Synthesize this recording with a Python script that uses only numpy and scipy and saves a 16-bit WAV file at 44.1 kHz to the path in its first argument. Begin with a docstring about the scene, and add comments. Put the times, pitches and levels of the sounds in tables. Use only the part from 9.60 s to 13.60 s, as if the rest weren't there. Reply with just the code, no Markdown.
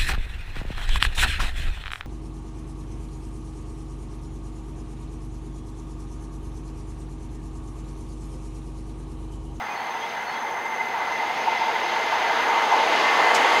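"""A distant roar and singing rails come first: a fast train is approaching over open fields.
Its rolling wheels rumble and roar ever louder, and the rails carry their ringing and hiss ahead of it.
Early on a small bird whistles and a few faint ticks sound. Wavering wheel tones swell as the train
nears, a fine sizzle arrives last, and near the end comes one short, crisp scuff close by."""
import sys
import numpy as np
from scipy import signal
from scipy.fft import rfft, irfft
from scipy.io import wavfile
from scipy.ndimage import uniform_filter1d

SR = 44100
rng = np.random.default_rng(int(sys.argv[2]) if len(sys.argv) > 2 else 0)


def generate_wav(signal):
    """Clip the signal to [-1, 1] and save it as 16-bit WAV at the path in sys.argv[1]."""
    frames = np.transpose(np.atleast_2d(signal))
    scaled = np.clip(frames, -1, 1) * 32767
    pcm = np.round(scaled).astype(np.int16)
    wavfile.write(sys.argv[1], SR, pcm)


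N = 176400
T = np.arange(N) / SR
HZ = np.fft.rfftfreq(N, 1 / SR)


def amp(db):
    """Decibels to gain."""
    return 10 ** (np.asarray(db) / 20)


def unit_rms(x):
    """Scales to rms 1."""
    return x / np.sqrt(np.mean(x ** 2) + 1e-20)


def curve(points):
    """Spreads (f, value) rows over the spectrum on a log-frequency axis."""
    f, value = np.transpose(points)
    return np.interp(np.log(HZ + 1), np.log(f + 1), value)


def fader(points):
    """Gain over time from (t/s, level/dB) rows."""
    return amp(np.interp(T, *np.transpose(points)))


def swell(peak_s, spread_s):
    """A bell-shaped rise and fall in time."""
    return np.exp(-((T - peak_s) / spread_s) ** 2)


def noise(shape):
    """Noise of rms 1 with the given gain per frequency."""
    return unit_rms(irfft(rfft(rng.standard_normal(N)) * shape, N))


def drift(rate_hz):
    """Random motion up to about the given rate."""
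    return noise((HZ > 1) / (1 + (HZ / rate_hz) ** 4))


def ring(hz, width_hz):
    """A resonance kept ringing by random rolling contact."""
    return noise(1 / (1 + ((HZ - hz) / (.75 * width_hz)) ** 2))


def rush(eq, patch_db=1.0):
    """Coloured noise in drifting patches, as heard through moving air."""
    frames = signal.stft(noise(amp(curve(eq))), nperseg=1024, noverlap=768)[2]
    patches = uniform_filter1d(rng.standard_normal(frames.shape), size=14, axis=0)  # smooth in frequency
    patches = unit_rms(uniform_filter1d(patches, size=16, axis=1))  # and in time
    frames = frames * amp(patch_db * patches)
    return unit_rms(signal.istft(frames, nperseg=1024, noverlap=768)[1][:N])


# Fader rides for carriage rumble, rolling roar and wheel-on-rail hiss: t/s, relative level/dB
RUMBLE_RIDE = [(0, -44), (.6, -42), (1.3, -40), (1.95, -36), (2.6, -36.3), (2.85, -32), (3.5, -29.5),
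               (4, -28)]
ROAR_RIDE = [(0, -37.5), (.4, -37.5), (1.3, -35.7), (2.26, -33.2), (2.83, -28.2), (3.21, -30), (3.64, -26),
             (4, -25.8)]
HISS_RIDE = [(0.0, -45), (0.39, -43.5), (0.48, -40.5), (0.68, -45.5), (0.7, -43), (1.0, -45.5),
             (1.95, -35.5), (2.89, -33.5), (2.94, -34), (3.4, -28), (3.5, -30), (3.98, -29)]
# EQ of the dark rumble, midrange roar and bright hiss: f/Hz, relative level/dB
RUMBLE_EQ = [(40, -59), (100, -35), (180, -18.5), (250, -9), (350, -2), (400, -3), (470, 1), (530, -2.5),
             (640, 1), (900, -5.5), (2000, -47)]
ROAR_EQ = [(150, -45), (400, -22), (600, -9), (680, -3.5), (730, -0.5), (900, 0.5), (1020, 0.5),
           (1200, -1.5), (1650, -1.5), (1850, -2.5), (2300, -12), (3500, -32), (6000, -45)]
HISS_EQ = [(1200, -26), (2200, 2.5), (2800, 2), (3300, -0.5), (4000, -5), (4900, -7.5), (5900, -16),
           (6800, -20.5), (7500, -26), (9000, -38), (15000, -57)]
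def rolling():
    """Carriages rumble and wheels roar and hiss on the rails, building as the train nears."""
    rumble = fader(RUMBLE_RIDE) * rush(RUMBLE_EQ)
    roar = amp(3.5) * fader(ROAR_RIDE) * rush(ROAR_EQ)
    hiss = amp(1.24) * fader(HISS_RIDE) * rush(HISS_EQ)
    return rumble + roar + hiss


def song(modes, surges, start_db, rise_db_per_s, flutter_db=1.5):
    """A cluster of rail resonances beats, flutters and grows louder, surging now and then."""
    cluster = sum(amp(db) * ring(hz, width) for hz, width, db in modes)
    cluster = cluster / np.sqrt(uniform_filter1d(cluster ** 2, size=5000) + 1e-9)  # level out slow beats
    surge_db = sum(db * swell(s, spread) for s, spread, db in surges)
    return cluster * amp(start_db + rise_db_per_s * T + surge_db + flutter_db * drift(rate_hz=31.3))


# Resonances in the low and the upper song of the rails: f/Hz, width/Hz, relative level/dB
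LOW_MODES = [(733, 28, -9), (813, 29, -7), (845, 83, -5.5), (891, 10.7, -4), (920.2, 23, -2.5),
             (951, 73, -8), (1008, 28, -10)]
UPPER_MODES = [(1983, 19, -11), (2010, 15, -20), (2034, 6.1, -11.5), (2053, 7.9, -6.5), (2078.5, 11, -5),
               (2145, 8, -15)]
# Surges that push each song forward: t/s, spread/s, boost/dB
LOW_SONG_SURGES = [(.36, 0.021, 3), (1.18, 0.05, 4), (1.36, .04, 4.5), (1.638, 0.016, 6.5),
                   (1.883, 0.01, 8), (2.01, 0.18, 3.5), (2.39, 0.019, 7), (2.714, 0.011, 3.5),
                   (2.789, 0.01, 3), (2.9, 0.026, 5), (3.02, 0.072, 3), (3.125, 0.015, 8.5),
                   (3.174, 0.032, 9.5), (3.92, 0.015, 2.5)]
UPPER_SONG_SURGES = [(1.0, .05, 2), (1.21, 0.095, 6), (1.55, 0.11, 3.5), (1.95, 0.059, 4.5),
                     (3.49, 0.032, 5), (3.68, 0.045, 4.5)]
# Thin ringing around the songs: f/Hz, width/Hz, starting level/dB, rise/(dB per s)
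THIN_RINGS = [(231, 20, -55, 0.36), (470.4, 52, -53.5, 4.5), (6220, 53, -56, 2), (6310, 160, -60.5, 1),
              (6520, 420, -65, 4.5), (9550, 260, -76.5, 4.5), (10520, 170, -75.5, 4), (11920, 260, -71, 3)]
def rails():
    """Set ringing by the wheels, the rails sing ahead of the train."""
    low = song(LOW_MODES, LOW_SONG_SURGES, start_db=-36, rise_db_per_s=3.0)
    upper = song(UPPER_MODES, UPPER_SONG_SURGES, start_db=-42, rise_db_per_s=3.5)
    thin = sum(amp(db + rise * T) * ring(hz, width) for hz, width, db, rise in THIN_RINGS)
    return low + upper + thin


# EQ of the ambience bed: f/Hz, relative level/dB
AIR_EQ = [(15, -24), (30, -24), (50, -3), (90, 2), (180, 6), (400, 1), (1500, -7), (5000, -39),
          (8000, -16.5), (15500, -16)]
# Its stereo image, widest at the top: f/Hz, left-right correlation
AIR_IMAGE = [(30, .92), (150, 0.95), (300, 0.99), (700, 1), (5000, 1), (7500, 0.71), (15000, .2)]
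def air():
    """A steady bed of still air and faint hiss, slightly different left and right."""
    correlation = np.clip(curve(AIR_IMAGE), -1, 1)
    spectra = rfft(rng.standard_normal((2, N))) * amp(curve(AIR_EQ))
    mid, side = spectra * np.sqrt([1 + correlation, 1 - correlation])
    return amp(-50.5) * unit_rms(irfft(np.array([mid + side, mid - side]), N))


# The bird's phrase: t/s, length/s, start f/Hz, end f/Hz, level/dB
BIRD_NOTES = [(.095, 0.046, 2450, 2500, -40), (.148, .075, 4410, 4370, -48.5), (.225, .11, 4378, 4410, -57),
              (0.408, 0.061, 3130, 3480, -43), (.625, 0.15, 4380, 4365, -53),
              (.675, .05, 4340, 4380, -44.5), (0.722, .06, 3330, 3290, -48)]
def bird(echo_t60_s=0.54, echo_db=-11):
    """A small bird whistles short, pure glides with a faint outdoor echo."""
    notes = np.zeros(N)
    for s, length, start_hz, end_hz, db in BIRD_NOTES:
        progress = np.clip((T - s) / length, 0, 1)
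        envelope = np.sqrt(2 * abs(np.sin(np.pi * progress)))
        pitch_hz = start_hz + (end_hz - start_hz) * progress
        notes += amp(db) * envelope * np.sin(2 * np.pi * np.cumsum(pitch_hz) / SR)
    tail = rng.standard_normal(N) * np.exp(-np.log(1000) * T / echo_t60_s)
    echo = signal.fftconvolve(notes, tail / np.linalg.norm(tail))[:N]
    return notes + amp(echo_db) * echo


# Three faint ticks, then two hits that merge into the close scuff: t/s, spread/s, level/dB
SCUFF_HITS = [(.625, .005, -52), (.742, .006, -57), (1.06, .005, -50), (3.75, 0.0052, -29),
              (3.763, 0.014, -31.5)]
# Their crisp EQ: f/Hz, relative level/dB
SCUFF_EQ = [(2000, -34), (4000, -1), (6000, 1), (7600, -4), (9000, -11), (12000, -19), (15500, -25)]
def scuffs():
    """Brief, bright bursts of noise, heard as ticks and a scuff."""
    envelope = sum(amp(db) * swell(s, spread) for s, spread, db in SCUFF_HITS)
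    return envelope * noise(amp(curve(SCUFF_EQ)))


# Tones of the wheels: f/Hz, wander/Hz, peak t/s, spread/s, peak level/dB
WHEEL_MODES = [(1796, 3.5, 3.5, 0.2, -32), (1125, 3.6, 3.67, 0.65, -31.5), (1237, 6.5, 3.18, .3, -38),
               (643, 9.8, 3.26, 1, -37.5), (435.4, 5.1, 3.55, 0.7, -43), (3045, 15.5, 4, .7, -42)]
def wheel_tones(waver_hz=18, flicker_db=3):
    """Wheel modes swell as the train nears, each wavering in pitch and strength."""
    tones = np.zeros(N)
    for hz, wander, s, spread, db in WHEEL_MODES:
        cycles = np.cumsum(hz + wander * drift(waver_hz)) / SR
        tone = np.sin(2 * np.pi * cycles) * amp(flicker_db * drift(waver_hz))
        tones += amp(db) * swell(s, spread) * unit_rms(tone)
    return tones


# EQ of the top-end sizzle: f/Hz, relative level/dB
SIZZLE_EQ = [(4000, -6), (6700, 4.5), (7500, -1), (9000, -6), (12000, -16), (15500, -46)]
def sizzle(end_db=-44, rise_db_per_s=12.5):
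    """The fine sizzle of rolling wheels fades up steeply and arrives last."""
    return amp(end_db + rise_db_per_s * (T - T[-1])) * rush(SIZZLE_EQ)


def scene():
    """Train, bird and scuffs sit dead centre over the stereo bed of air."""
    return rolling() + rails() + air() + bird() + scuffs() + wheel_tones() + sizzle()


def record(dry, cutoff_hz=15750):
    """A steep low-pass trims the very top of the mix."""
    lowpass = signal.firwin(1023, cutoff_hz, window=("kaiser", 9), fs=SR)
    return signal.oaconvolve(dry, lowpass[None], "same")


dry = scene()
out = record(dry)
generate_wav(out)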